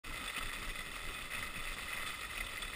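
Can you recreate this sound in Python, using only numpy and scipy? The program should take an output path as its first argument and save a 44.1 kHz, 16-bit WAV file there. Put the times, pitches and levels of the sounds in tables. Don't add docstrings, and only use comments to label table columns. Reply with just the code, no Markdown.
import sys
import numpy as np
from scipy import signal
from scipy.fft import rfft, irfft, next_fast_len
from scipy.io import wavfile
from scipy.ndimage import uniform_filter1d, map_coordinates

SR = 44100
rng = np.random.default_rng(int(sys.argv[2]) if len(sys.argv) > 2 else 0)


def materialize(psi):
    bounded = np.clip(np.atleast_2d(psi).T, -1, 1)
    quanta = np.round(bounded * 32767).astype(np.int16)
    wavfile.write(sys.argv[1], SR, quanta)


def linear_from_db(decibels):
    return 10 ** (np.asarray(decibels, float) / 20)


N = 121275
HOLD_HZ = 12000

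# time in seconds, level in dB.
GLIDE = [(.06, -46.5), (.27, -44), (.35, -46), (.44, -46.5), (.62, -45.5), (.78, -47.5), (.92, -45),
         (1.07, -45), (1.28, -46.5), (1.36, -43), (1.52, -48), (1.62, -44), (1.88, -45.5), (2.0, -44),
         (2.2, -46.5), (2.31, -46), (2.44, -45.5), (2.55, -46.5)]
# start in seconds, peak in dB, colour in Hz,
# time to fall 60 dB in seconds.
CRUNCHES = [(.277, -24.5, 3490, 0.04), (.298, -21.5, 2040, 0.054), (0.3644, -21, 2500, 0.084),
            (0.3808, -18.5, 3100, 0.037), (.3845, -23.5, 3000, 0.039), (.409, -24, 1320, 0.075),
            (0.4267, -22, 2700, 0.065), (0.4566, -28, 1950, 0.047), (.515, -31, 2100, .04),
            (.529, -27.5, 3520, 0.063), (.79, -25, 2050, 0.038), (1.3185, -25, 2036, 0.063),
            (1.3332, -22.5, 2000, 0.058), (1.349, -21.5, 2570, 0.059), (1.3795, -24.5, 2000, 0.057),
            (1.426, -27, 2040, 0.055), (1.558, -25, 2500, 0.095), (1.589, -26.5, 2060, .05),
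            (1.933, -22, 2600, 0.053), (1.973, -22.5, 2100, 0.07), (1.995, -24.5, 1910, .055),
            (2.065, -26, 2170, 0.062), (2.074, -21, 3530, 0.031), (2.1035, -25.5, 2070, 0.031),
            (2.2095, -23.5, 4060, 0.061), (2.378, -19, 2600, 0.051), (2.404, -21, 2040, .07),
            (2.447, -26.5, 3630, .06), (2.466, -23, 2980, 0.038), (2.621, -20.5, 3440, 0.073)]
# centre in Hz, width in Hz, level in dB.
CASE_MODES = [(579, 91, -11.5), (1276, 196, -5.5), (1906, 160, -6), (2040, 68, -2), (2230, 360, -14.5),
              (2500, 44, -3.5), (2613, 153, -7), (3030, 190, -13), (3482, 91, -4), (3755, 330, -14),
              (4713, 133, -14), (5380, 67, -17)]
# frequency in Hz, level in dB.
WALLS = [(150, -50), (400, -15.5), (780, -16.5), (1500, -23.5), (3000, -16.5), (4300, -18.5), (5500, -19),
         (5950, -30.5)]
# start in seconds, peak in dB, pitch in Hz,
# time to fall 60 dB in seconds.
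THUDS = [(.21, -45, 253, 0.19), (.377, -43.5, 275, 0.12), (.438, -48, 104, 0.16), (.576, -49.5, 199, .12),
         (.787, -47, 190, 0.11), (1.343, -50, 249, 0.25), (1.389, -43.5, 99, .2),
         (1.559, -38.5, 185, 0.067), (1.572, -45, 118.5, .12), (1.76, -47.5, 139, 0.16),
         (1.944, -41, 195, 0.076), (2.037, -51, 111, 0.14), (2.385, -54, 227, .12),
         (2.445, -46.5, 95, 0.12), (2.597, -50, 200, 0.24)]
# centre in seconds, peak in dB, rate in Hz.
SWAYS = [(0.099, -36.5, 24), (0.263, -42, 35), (0.463, -33.5, 22.5), (0.607, -40, 27), (0.691, -32, 27),
         (0.791, -39.5, 23), (0.907, -43, 16), (0.992, -43.5, 35), (1.076, -34.5, 19.5), (1.256, -40.5, 16),
         (1.39, -38.5, 18), (1.5, -39.5, 14), (1.61, -35.5, 19), (1.702, -35, 26), (1.861, -46, 12),
         (2.006, -37.5, 15), (2.104, -43, 8.2), (2.241, -43.5, 46), (2.415, -37, 36), (2.54, -44.5, 18),
         (2.66, -38.5, 32)]
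# frequency in Hz, level in dB per Hz.
RUMBLE = [(9, -52), (16, -15.5), (40, -4), (120, -14.5), (300, -17.5), (500, -23), (900, -65), (1500, -120)]


def unit(x):
    return x / np.sqrt(np.mean(x ** 2) + 1e-20)


def along(points, hz):
    f, v = np.transpose(points)
    return np.interp(np.log(hz + 1), np.log(f + 1), v)


def wobble(rate):
    knots = rng.standard_normal(int(N * rate / SR) + 4)
    return map_coordinates(knots, [np.arange(N) * rate / SR])


def filtered(x, response):
    m = next_fast_len(x.shape[-1] + SR // 4)
    spectrum = rfft(x, m) * response(np.fft.rfftfreq(m, 1 / SR))
    return irfft(spectrum, m)[..., :x.shape[-1]]


def causal(gain):
    cepstrum = irfft(np.log(gain + 1e-6))
    half = len(cepstrum) // 2
    fold = np.r_[1, 2 * np.ones(half - 1), 1, np.zeros(len(cepstrum) - half - 1)]
    return np.exp(rfft(cepstrum * fold, len(cepstrum)))[:len(gain)]


def glide():
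    s, db = np.transpose(GLIDE)
    flutter_db = 0.7 * (wobble(8.94) + wobble(35.03) + wobble(120))
    pressure = linear_from_db(np.interp(np.arange(N) / SR, s, db) + flutter_db)
    return pressure * unit(patchy_hiss(depth_db=1) + linear_from_db(-4.5) * grains())


def patchy_hiss(depth_db):
    z = signal.stft(rng.standard_normal(N + 512), nperseg=512)[2]
    field = uniform_filter1d(rng.standard_normal(z.shape), 6, 0)
    field = uniform_filter1d(field, 6, 1)
    return unit(signal.istft(z * linear_from_db(depth_db * unit(field)), nperseg=512)[1][:N])


def grains():
    per_s, clump, clump_s = 900, 4, 0.03
    centre_hz, octaves, cycles, spread_db = 2600, 0.75, 3.12, 2.6
    d = rng.random((int(per_s * 3), 4))
    hz = np.clip(centre_hz * 2 ** (octaves * 2 * (d[:, 1:2] + d[:, 3:] - 1)), 500, 5600)
    size = linear_from_db(-spread_db * np.log(d[:, 2:3] + 0.06))
    k = np.arange(256)
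    decay = np.exp(-k / SR * hz / cycles * 2)
    ring = size * np.sqrt(hz) * np.sin(2 * np.pi * hz * k / SR) * decay
    clump_at = np.repeat(d[::clump, :1], clump, axis=0)[:len(d)] * N
    at = clump_at + clump_s * SR * d[::-1, 1:2] ** 2
    return unit(np.bincount((at.astype(int) + k).ravel(), ring.ravel())[:N])


def crunches():
    width_hz, broad, rise = 820, 0.56, 0.038
    snap_level, snap_t60 = 0.93, 0.012
    out, t = np.zeros(N + SR), np.arange(SR // 8) / SR
    noise = rng.standard_normal((len(CRUNCHES), 2, len(t)))
    for (s, db, hz, t60), (n, rag) in zip(CRUNCHES, noise):
        ragged = linear_from_db(0.68 * unit(uniform_filter1d(rag, 70)))
        burst = unit(filtered(n, lambda f: broad + 1 / (1 + (2 * (f - hz) / width_hz) ** 2)))
        snap = snap_level * linear_from_db(-60 * t / snap_t60) * np.sin(2 * np.pi * hz * t)
        shape = linear_from_db(-60 * t / t60) * (1 - np.exp(-t / (rise * t60)))
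        out[round(s * SR):][:len(t)] += linear_from_db(db - 4.5 - 10) * (shape * ragged * burst + snap)
    return out[:N]


def case(x):
    def gain(f):
        power = linear_from_db(2 * along(WALLS, f))
        for centre, width, db in CASE_MODES:
            power = power + linear_from_db(2 * db) / (1 + (2 * (f - centre) / width) ** 2) ** 1.33
        power = power * (f < HOLD_HZ / 2)
        return causal(np.sqrt(power / power.mean()))
    return filtered(x, gain)


def thuds():
    rise_s, level_db, puff_level = 0.0027, 2, 0.48
    out, t = np.zeros(N + SR), np.arange(SR // 3) / SR
    chance = rng.standard_normal((len(THUDS), 2, len(t)))

    def puff_band(f):
        return f / 60 / (1 + (f / 60) ** 2) ** .5 / (1 + (f / 260) ** 4)

    for (s, db, hz, t60), (drift, n) in zip(THUDS, chance):
        puff = unit(filtered(n, puff_band))
        ring = np.sin(2 * np.pi * hz * t + 0.024 * np.cumsum(drift))
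        shape = linear_from_db(db + level_db - 60 * t / t60) * (1 - np.exp(-t / rise_s))
        out[round(s * SR):][:len(t)] += shape * (ring + puff_level * puff)
    return out[:N]


def wind():
    sway_s, sway_db = 0.031, -2.5
    rumble_db, lumps_db, follows = -52.5, -2, 0.27
    t = np.arange(N) / SR
    turns = rng.random(len(SWAYS))
    shapes = [linear_from_db(db + sway_db) * np.exp(-.5 * ((t - s) / sway_s) ** 2) for s, db, hz in SWAYS]
    swings = np.zeros(N)
    for shape, (s, db, hz), turn in zip(shapes, SWAYS, turns):
        swings += shape * np.cos(2 * np.pi * (hz * (t - s) + turn))
    rumble = unit(filtered(rng.standard_normal(N), lambda f: linear_from_db(along(RUMBLE, f))))
    swell = (1 + follows * unit(sum(shapes))) * linear_from_db(lumps_db * wobble(12))
    return swings + linear_from_db(rumble_db) * unit(rumble * swell)


def scene():
    runners = case(glide() + crunches())
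    return (runners + thuds() + wind())[None]


def top_cut(x):
    return signal.sosfilt(signal.butter(12, 15780, fs=SR, output="sos"), x)


def record(dry):
    start_s, fade_s = 0.034, 0.017
    top_hz, edge_hz = 15280, 25
    t = np.arange(N) / SR
    faded = dry * np.sin(np.pi / 2 * np.clip((t - start_s) / fade_s, 0, 1)) ** 2
    mirrored = faded * (1 + 2 * np.cos(2 * np.pi * HOLD_HZ * t))

    def hold(f):
        edge = 0.028 + 0.75 * (1 - np.tanh((f - top_hz) / edge_hz)) / 2
        return np.sinc(f / HOLD_HZ) * edge * (f < top_hz + 250)

    return top_cut(filtered(mirrored, hold))


dry = scene()
out = record(dry)
materialize(out)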